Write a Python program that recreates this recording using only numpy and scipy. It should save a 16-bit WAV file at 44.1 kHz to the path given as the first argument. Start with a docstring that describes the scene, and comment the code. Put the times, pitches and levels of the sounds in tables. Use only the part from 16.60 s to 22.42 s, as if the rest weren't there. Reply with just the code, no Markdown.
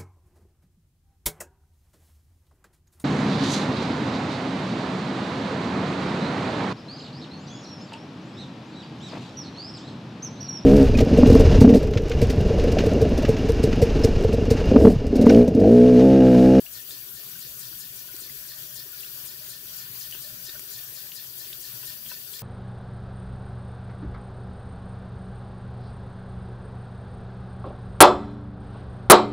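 """A tap with an aerator runs into a ceramic basin in a small hard-walled bathroom, close to two microphone ports.
The spout hisses as noise through pipe and basin resonances, with the hum of the room below; the drain slurps
air about four times a second as noise in its cavity modes. Drops and fizz ring as bubbles, slaps as an air
pocket, and spatter, plops and thuds are puffs of noise. A low rumble of wandering level and the whistle of
the overflow are narrow-band noise; a dense tail answers everything close."""
import sys
import numpy as np
from scipy import signal
from scipy.fft import rfft, irfft, next_fast_len
from scipy.io import wavfile
from scipy.ndimage import uniform_filter1d

SR = 44100
rng = np.random.default_rng(int(sys.argv[2]) if len(sys.argv) > 2 else 0)


def dump(signal):
    """Clip the signal to [-1, 1] and save it as 16-bit WAV at the path in sys.argv[1]."""
    limited = np.clip(np.atleast_2d(signal).T, -1, 1)
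    pcm = np.round(limited * 32767).astype(np.int16)
    wavfile.write(sys.argv[1], SR, pcm)


def invert_db(level):
    """Linear amplitude ratio for a level in decibels (20 dB per decade), elementwise."""
    return 10 ** (np.asarray(level, dtype=float) / 20)


N = 256662   # length in samples

# Rush of the stream between its resonances: pitch_hz, left_db per Hz, right_db per Hz
RUSH = [(25, -92.5, -94), (80, -101, -99), (253, -93, -94.5), (493, -100.5, -102.5), (810, -95.5, -98.5),
        (1210, -94, -93), (2200, -92.5, -92.5), (3010, -90.5, -84.5), (5300, -104, -91),
        (7700, -86.5, -87.5), (9400, -83.5, -99.5), (11200, -82.5, -92.0), (14100, -77, -90),
        (15700, -77.5, -84)]
# Resonances of room, basin, drain pipe and spout: pitch_hz, width_hz, left_db per Hz, right_db per Hz
ROOM_HUM = [(57, 19, -80.7, -81.0), (123, 28, -74.0, -74.8), (145, 24, -81.2, -81.2), (176, 20, -88, -89),
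            (291, 56, -90.5, -92.8)]
BASIN_MODES = [(346, 69, -95.5, -90.5), (360, 64, -83.7, -105), (408, 73, -83.4, -95.9),
               (459, 60, -92, -93), (622, 77, -87, -91), (830, 120, -97.0, -99), (977, 109, -97.5, -94),
               (1038, 32, -91.5, -101.5), (1148, 67, -94.2, -93.8), (1255, 130, -86.6, -105),
               (1272, 38, -93.6, -90.2), (1426, 39, -94.9, -85.6), (1472, 72, -87.4, -84.1),
               (1526, 104, -91.5, -84.7), (1584, 32, -86.4, -86.5), (1659, 137, -89.4, -90.9),
               (1765, 48, -80.5, -89), (1823, 287, -90.5, -94), (1853, 22, -84.5, -86),
               (1903, 26, -87.8, -106.5)]
PIPE_MODES = [(2480, 200, -89, -98), (2870, 260, -84, -94.6), (3255, 125, -78.7, -86.5),
              (3600, 400, -83.5, -94.4), (4030, 212, -82, -87.5), (4420, 150, -83, -89),
              (4680, 596, -78.6, -85.2), (5230, 105, -87.2, -86.9), (5480, 504, -82.5, -95.8),
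              (5812, 110, -75.5, -81), (5990, 83, -82.8, -81.2), (6200, 179, -91, -88),
              (6490, 316, -89.5, -86.1), (6780, 246, -83, -83), (7150, 164, -82.8, -93.0),
              (7910, 299, -84.1, -89.7), (8280, 97, -83.1, -91.9), (8540, 332, -84.4, -104),
              (8870, 301, -85.7, -90.9)]
SPOUT_MODES = [(10680, 400, -77, -86), (11120, 100, -80, -88), (11350, 110, -71, -78),
               (11575, 130, -67, -78), (11890, 630, -77, -85), (12200, 500, -79, -88),
               (12750, 130, -74, -83), (13280, 300, -73.5, -90), (13750, 300, -77, -96),
               (14270, 350, -73.5, -96), (15070, 330, -69.5, -85), (15490, 300, -71, -86)]
# Power of the stream that both ports share: pitch_hz, share (0-1)
SHARED_POWER = [(30, 0.9), (150, 0.99), (290, 0.96), (600, 0.3), (1200, 0.7), (3000, 0.76), (8000, 0.92),
                (15000, 0.52)]
# Strength of the flow: time_s, gain_db
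FLOW_GAIN = [(0, -1), (.4, 0), (1.5, 0), (2.5, 0.3), (3.5, 0.3), (4.5, 0.14), (5.2, 0.95), (5.82, 0.5)]

# Drain slurps: time_s, bright_stage_db, dark_stage_db
SLURP_TIMES = [(0.136, -50, -46.5), (0.303, -48, -46.5), (0.555, -48.5, -48), (0.801, -52, -48),
               (1.004, -45.5, -49), (1.2, -46, -48.5), (1.371, -47, -50.5), (1.612, -47, -48),
               (1.88, -49.5, -45.5), (2.16, -46, -45.5), (2.415, -48.5, -54), (2.67, -45, -48),
               (2.9, -45, -46), (3.182, -47, -48), (3.403, -48, -46), (3.626, -47, -47.5),
               (3.85, -47.5, -44), (4.122, -46.5, -43.5), (4.35, -49, -46), (4.555, -48.5, -43.5),
               (4.79, -46.5, -46), (5.025, -48, -46), (5.264, -47, -45.5), (5.488, -49, -45),
               (5.737, -47, -46)]
# Drain cavity modes: pitch_hz, width_hz of each filter pass, gain_db, left_minus_right_db,
# lateness (0 bright stage, 1 dark stage), nominal length_s
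DRAIN_MODES = [(12700, 6700, -2.5, 19, -0.2, 0.036), (10800, 2100, -3.5, 12, 0.27, 0.04),
               (8720, 1800, 0.8, 9.5, 0.076, 0.034), (7120, 1870, 0, 9, 0.38, 0.047),
               (5820, 940, -4, 8, 0.51, 0.049), (4980, 640, 0, 6, 0.73, 0.063),
               (4360, 700, 0.5, 2.5, 0.96, 0.066), (3700, 700, -5.5, -8.5, 1.35, 0.044),
               (2770, 680, -12, -2, 1.68, 0.071), (1800, 84, -11.5, 6.5, 1.19, 0.091)]
SLURP_LAG_S = 0.035   # the dark stage follows the bright one by this much

# Plops and ticks of single drops: start_s, pitch_hz, level_db
DROP_HITS = [(0.0642, 2810, -37.5), (0.3078, 3630, -35), (1.6959, 2010, -45.7), (2.405, 3400, -44),
             (2.4339, 2710, -40.5), (2.446, 3300, -44), (2.462, 3600, -45), (3.5245, 2940, -34),
             (3.535, 3200, -41), (3.5455, 2800, -40), (3.558, 3100, -45), (3.8933, 3680, -34),
             (3.9, 4600, -35), (4.9304, 3550, -39), (5.5415, 4800, -34), (5.738, 3360, -36.5)]
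RING_CYCLES = 10.0    # ring length of a drop's bubble in cycles, whatever its size
# Bubbles that burst at once and whip upward: start_s, low_hz, high_hz, level_db
SNAP_HITS = [(4.5185, 2520, 6000, -33), (4.9295, 2810, 7000, -29), (5.4625, 2700, 4800, -36),
             (5.732, 4000, 6500, -34)]
SNAP_S = 0.006

# Noise puffs, levels ahead of each layer's trim
# Spatter off the fingers: start_s, level_db, pitch_hz
SPATTER_HITS = [(0.9524, -34.5, 5820), (1.3576, -37, 6810), (1.5648, -26, 6600), (3.5114, -28.5, 4670),
                (3.9943, -25.5, 8750), (3.9945, -35, 1500), (3.9982, -30, 10800), (5.7924, -27, 7510),
                (5.7928, -33, 2200)]
# Slugs of water landing in the basin: start_s, level_db, pitch_hz
THUD_HITS = [(0.595, -47, 417), (0.784, -44.5, 200), (1.111, -48, 344), (1.541, -39.5, 347),
             (1.618, -44, 370), (1.655, -47, 390), (1.699, -48.5, 230), (2.173, -48, 353),
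             (2.256, -46.5, 373), (3.028, -48, 371), (3.33, -48, 202), (3.545, -47, 380), (3.881, -44, 347),
             (3.991, -47, 353), (4.319, -46.5, 398), (4.978, -50, 340), (5.233, -46, 380), (5.45, -49, 210),
             (5.789, -48, 436)]
# Soft plops that set a basin mode ringing: start_s, level_db, pitch_hz
PLOP_HITS = [(0.7537, -44.5, 1490), (1.128, -48, 1500), (1.4841, -44, 1500), (2.3286, -45.5, 1470),
             (3.6459, -47.5, 595), (3.949, -49, 607), (3.9518, -40.5, 1510), (5.503, -43.5, 1800),
             (5.513, -48, 591)]

# A handful of water slaps into the cupped hands: start_s, level_db
SLAP_HITS = [(3.547, -45), (5.2304, -47), (5.5148, -37.5)]
# Modes of the air pocket in the cupped hands: pitch_hz, gain_db, t60_s
CUP_MODES = [(980, -3.5, 0.049), (1510, 0, .04), (2660, 2.5, 0.04), (1280, -6, .03)]
# The two ports favour different pitches of anything in the basin: pitch_hz, left_minus_right_db
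PORT_LEAN = [(200, 2.5), (380, 9), (600, 1), (1000, -3), (1500, -6), (2800, 5), (4500, 0), (6000, 5),
             (11000, 5)]

# Level of the low rumble, 150-300 Hz, ahead of its trim: time_s, level_db
RUMBLE_LEVEL = [(0, -69), (.45, -66), (.75, -59), (.95, -63), (1.15, -59.5), (1.6, -61), (1.9, -67),
                (2.3, -66.5), (2.5, -59.5), (2.85, -70), (3.1, -59), (3.5, -63), (3.85, -60.5), (4.1, -66),
                (4.6, -66), (5.25, -67), (5.48, -57), (5.7, -63)]
# Bands of the low rumble: pitch_hz, width_hz, gain_db
RUMBLE_BANDS = [(175.2, 24, 0), (213, 36, -3)]
RUMBLE_TRIM_DB = -4.5
# Faint uneven singing of the overflow pipe: time_s, level_db
WHISTLE_LEVEL = [(0, -72), (.5, -74), (.7, -79), (1.05, -69), (1.4, -80), (2.05, -67), (2.3, -77),
                 (2.7, -66), (3.05, -70), (3.3, -81), (3.65, -67), (3.95, -68), (4.3, -78), (4.9, -68.5),
                 (5.1, -73), (5.3, -69), (5.82, -75)]
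WHISTLE_HZ, WHISTLE_WIDTH_HZ = 609.8, 27   # width of each filter pass

ROOM_T60_S, ROOM_DB = 0.13, -9
CUTOFF_HZ = 15730


def rms_one(x):
    """Scales a sound to rms 1."""
    return x / np.sqrt(np.mean(x ** 2) + 1e-20)


def at_hz(points, hz):
    """Reads a curve at a pitch, on a logarithmic pitch axis."""
    table = np.array(points)
    return np.interp(np.log(hz), np.log(table[:, 0]), table[:, 1])


def over_time(points):
    """Draws a dB curve over the whole scene."""
    time_s, db = np.transpose(points)
    return np.interp(np.arange(N) / SR, time_s, db)


def sides(lean_db):
    """Left and right gains for a level difference."""
    return invert_db(np.multiply.outer([.5, -.5], lean_db))


def drift(rate_hz):
    """Slow chance of spread 1: noise at every 40th sample through a double one-pole low-pass."""
    r = np.exp(-80 * np.pi * rate_hz / SR)
    noise = rng.standard_normal(N // 40 + 2002)
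    slow = signal.lfilter([1], [1, -2 * r, r * r], noise)[2000:]   # the filter has settled
    return np.interp(np.arange(N) / 40, np.arange(len(slow)), rms_one(slow))


def resonate(x, hz, width_hz):
    """Two-pole resonance, gain 1 on top."""
    r = np.exp(-np.pi * width_hz / SR)
    gain = (1 - r * r) / 2
    return signal.lfilter([gain, 0, -gain], [1, -2 * r * np.cos(2 * np.pi * hz / SR), r * r], x)


def resonate_twice(x, hz, width_hz):
    """The same resonance in series with itself, for steeper skirts."""
    return resonate(resonate(x, hz, width_hz), hz, width_hz)


def grains(per_s, spread_db):
    """Random clicks of very uneven size, rms 1."""
    size_db = spread_db * np.minimum(rng.exponential(1, N), 5)
    sizes = invert_db(size_db) * rng.choice([-1, 1], N)
    return rms_one(sizes * (rng.random(N) < per_s / SR)) + 1e-18


def bursts(rows, decay_ms, spread, trim_db):
    """A dying puff of noise per row, in a band round its pitch; spread is the width over the pitch."""
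    out = np.zeros((2, N))
    u = np.arange(2000) / (decay_ms / 1000 * SR)   # time in decay lengths
    shape = np.minimum(5 * u, 1) * np.exp(-u)
    for start_s, level_db, hz in rows:
        narrow = resonate(rng.standard_normal(4000), hz, spread * hz)
        puff = resonate(narrow, hz, 2 * spread * hz)[2000:]
        puff = rms_one(puff * shape) * np.sqrt(np.mean(shape ** 2))
        at = round(start_s * SR)
        both = np.outer(sides(at_hz(PORT_LEAN, hz)), puff)
        out[:, at:at + 2000] += invert_db(level_db + trim_db) * both[:, :N - at]
    return out


def room(close):
    """Basin and tiles answer with a dense decaying tail, another one on each side."""
    t = np.arange(round(.4 * SR)) / SR
    tail = rng.standard_normal((2, len(t))) * invert_db(-60 * t / ROOM_T60_S) * (t > .003)
    tail = tail / np.sqrt(np.sum(tail ** 2, axis=1, keepdims=True))
    return invert_db(ROOM_DB) * signal.fftconvolve(close, tail, axes=1)[:, :N]


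def rumble(wander_db=2.5):
    """Low narrow-band noise whose level wanders."""
    noise = rng.standard_normal(N) + .25 * rng.standard_normal((2, N))
    tone = np.zeros((2, N))
    for hz, width_hz, gain_db in RUMBLE_BANDS:
        # two passes narrow the band, so each is set wider
        tone += invert_db(gain_db) * rms_one(resonate_twice(noise, hz, 1.44 * width_hz))
    level_db = over_time(RUMBLE_LEVEL) + RUMBLE_TRIM_DB + wander_db * drift(8.6)
    return rms_one(tone) * invert_db(level_db) * sides(2.0)[:, None]


def whistle():
    """Air drawn across the overflow opening excites its one narrow mode."""
    noise = rng.standard_normal(N) + 1.45 * rng.standard_normal((2, N))
    tone = resonate_twice(noise, WHISTLE_HZ, WHISTLE_WIDTH_HZ)
    return rms_one(tone) * invert_db(over_time(WHISTLE_LEVEL))


def fizz(level_db=-64.5):
    """Countless small bubbles ring a few cycles each, at pitches spread over four octaves."""
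    out = np.zeros((2, N))
    for hz in np.geomspace(330, 6000, 16):
        ring = resonate(grains(per_s=hz / 50.0, spread_db=5.0), hz, hz / 7.34)
        ring = rms_one(resonate(ring, hz, hz / 4.2)) * invert_db(3.9 * np.log2(hz / 2000))
        pair = [ring, np.roll(ring, rng.integers(-30, 30))]   # up to 30 samples between the ports
        out += pair * sides(rng.normal(0, 2.6))[:, None]
    return invert_db(level_db) * rms_one(out)


def thuds():
    """Dull knocks where a slug of water lands on the ceramic."""
    return bursts(THUD_HITS, decay_ms=17.0, spread=0.17, trim_db=-7.5)


def plops():
    """Short narrow rings that sink into the flow."""
    return bursts(PLOP_HITS, decay_ms=11.0, spread=0.045, trim_db=-3.0)


def spatter():
    """Bright snaps where spray breaks on the fingers."""
    return bursts(SPATTER_HITS, decay_ms=1.0, spread=0.97, trim_db=-3.0)


def slaps():
    """Each slap sets every mode of the air pocket ringing, with a strength of its own."""
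    out, t = np.zeros((2, N)), np.arange(4000) / SR
    for start_s, level_db in SLAP_HITS:
        at = round(start_s * SR)
        for hz, gain_db, t60_s in CUP_MODES:
            mode_db = level_db + gain_db + rng.normal(0, 1.5) - 60 * t / t60_s
            ring = np.sin(2 * np.pi * hz * t) * invert_db(mode_db) * np.minimum(t / .001, 1)
            out[:, at:at + 4000] += np.outer(sides(at_hz(PORT_LEAN, hz)), ring)
    return out


def snaps(rough=0.42):
    """A fast upward sweep, roughened by the tearing film."""
    out, u = np.zeros((2, N)), np.arange(round(SNAP_S * SR)) / (SNAP_S * SR)
    shape = np.minimum(u / .06, 1) * np.exp(-1.8 * u) * (1 - u ** 4)
    for start_s, low_hz, high_hz, level_db in SNAP_HITS:
        hz = low_hz * (high_hz / low_hz) ** u
        tearing = uniform_filter1d(rng.standard_normal((2, len(u))), size=4)
        sweep = np.sin(2 * np.pi * np.cumsum(hz) / SR) * (1 + rough * tearing)
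        at = round(start_s * SR)
        out[:, at:at + len(u)] += invert_db(level_db) * sides(at_hz(PORT_LEAN, hz)) * sweep * shape
    return out


def drops(rise=0.032, crack_db=-5.0):
    """A trapped bubble rings and climbs in pitch as it nears the surface; its birth cracks."""
    out = np.zeros((2, N))
    for start_s, hz, level_db in DROP_HITS:
        ring_s = RING_CYCLES / hz
        u = np.arange(round(6 * ring_s * SR)) / (ring_s * SR)     # time in ring lengths
        phase = 2 * np.pi * hz * np.cumsum(1 + rise * (u - .5)) / SR
        ring = np.sin(phase) * 1.8 * (1 - np.exp(-u / .1)) * np.exp(-1.1 * u)
        crack = resonate(rng.standard_normal(9000), hz, hz * .8)[-len(u):]
        sound = invert_db(level_db) * (ring + invert_db(crack_db) * 2 * crack * np.exp(-1.6 * u))
        at = round(start_s * SR)
        gains = sides(at_hz(PORT_LEAN, hz))
        for side, start in enumerate((at, at + rng.integers(-2, 3))):     # the ports lie apart
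            out[side, start:start + len(u)] += gains[side] * sound[:N - start]
    return out


def slurps(grit=0.66, alike=0.57, ragged_db=1.6):
    """Air tears through the closing water film: high cavity modes sound first, low ones as the gap widens."""
    out = np.zeros((2, N))
    gritty = grains(per_s=2500., spread_db=3.0)
    air = grit * gritty + alike * rng.standard_normal(N) + rng.standard_normal((2, N)) * 0.67
    for hz, width_hz, gain_db, lean_db, late, length_s in DRAIN_MODES:
        swell = np.zeros(N)
        darkness = np.clip(late, 0, 1)
        span = round(1.46 * length_s * SR)
        u = np.arange(span) / span
        # quick rise, rounded fall
        hump = np.minimum(u / (0.11 + 0.082 * darkness), 1) * np.cos(np.pi * u / 2) ** 1.01
        for time_s, bright_db, dark_db in SLURP_TIMES:
            at = round((time_s + late * SLURP_LAG_S - length_s / 2) * SR)
            level_db = (1 - darkness) * bright_db + darkness * dark_db
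            swell[at:at + span] += (invert_db(level_db) * hump)[:N - at]
        tone = rms_one(resonate_twice(air, hz, width_hz))
        out += tone * swell * invert_db(gain_db + ragged_db * drift(64.0)) * sides(lean_db)[:, None]
    return out


def stream_power(hz, ripple_db=1.35):
    """Power spectrum at each port: the rush, its resonances and a fine ripple."""
    rush = np.array(RUSH)
    power = np.array([invert_db(2 * at_hz(rush[:, [0, side]], hz)) for side in (1, 2)])
    for centre, width, left_db, right_db in ROOM_HUM + BASIN_MODES + PIPE_MODES + SPOUT_MODES:
        near = slice(*np.searchsorted(hz, [centre - 5 * width, centre + 5 * width]))
        bell = 1 / (1 + (2 * (hz[near] - centre) / width) ** 2) ** 2
        power[:, near] += invert_db(2 * np.array([[left_db], [right_db]])) * bell
    # echoes in the tiled room leave a fixed fine ripple on the colour
    ripple = [np.interp(hz / 30.0, np.arange(1000), row) for row in rng.standard_normal((2, 1000))]
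    return power * invert_db(2 * ripple_db * np.array(ripple) * (hz > 2000))


def stream(slow_db=0.81, fast_db=2.5, turn=2.93, turn_hz=240.0, patter_db=1.38):
    """Noise coloured by the resonances; each quarter-octave band flickers a little on its own."""
    size = next_fast_len(N)
    hz = np.maximum(np.fft.rfftfreq(size, 1 / SR), 1)
    power = stream_power(hz)
    # the two ports hear one source by different echo paths: above the bass the phase between them wanders
    wander = np.interp(hz / 45.0, np.arange(800), rng.standard_normal(800))
    turned = np.exp(1j * turn * wander * np.clip(hz / turn_hz - 1, 0, 1))
    alike = np.clip(at_hz(SHARED_POWER, hz), 0, 1)
    shared, left, right = rfft(rng.standard_normal((3, size)))
    common = np.sqrt(alike) * shared * [np.ones(len(hz)), turned]
    separate = np.sqrt(1 - alike) * np.array([left, right])
    spectrum = (common + separate) * np.sqrt(power * SR / 2)
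    out = np.zeros((2, N))
    step = 4 * np.log2(np.clip(hz, 250, 16000) / 250)   # quarter octaves above 250 Hz
    together_db = slow_db * drift(5.0)
    for k in range(25):
        band = irfft(spectrum * np.clip(1 - abs(step - k), 0, 1), size)[:, :N]
        # the spout hiss on top stays smooth
        broken = np.interp(k, [0, 2, 10, 14, 19, 22], [.8, 1.4, 1, .55, .5, .15])
        flicker_db = broken * fast_db * drift(8.6) + patter_db * (4 < k < 20) * drift(30.0)
        out += band * invert_db(together_db + flicker_db)
    return out * invert_db(over_time(FLOW_GAIN))


def scene():
    """Sums all layers; only the close water sounds feed the room tail."""
    close = drops() + snaps() + plops() + slaps() + spatter() + thuds() + fizz()
    return stream() + rumble() + whistle() + slurps() + close + room(close)


def top_cut(x):
    """Nothing passes above the cut-off."""
    return signal.sosfilt(signal.butter(12, 16590, fs=SR, output="sos"), x)


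def record(dry):
    """A steep elliptic low-pass cuts the top of the mix."""
    low_pass = signal.ellip(14, .5, 60, CUTOFF_HZ, fs=SR, output="sos")   # .5 dB ripple, 60 dB down
    mix = signal.sosfilt(low_pass, dry)
    return top_cut(mix)


dry = scene()
out = record(dry)
dump(out)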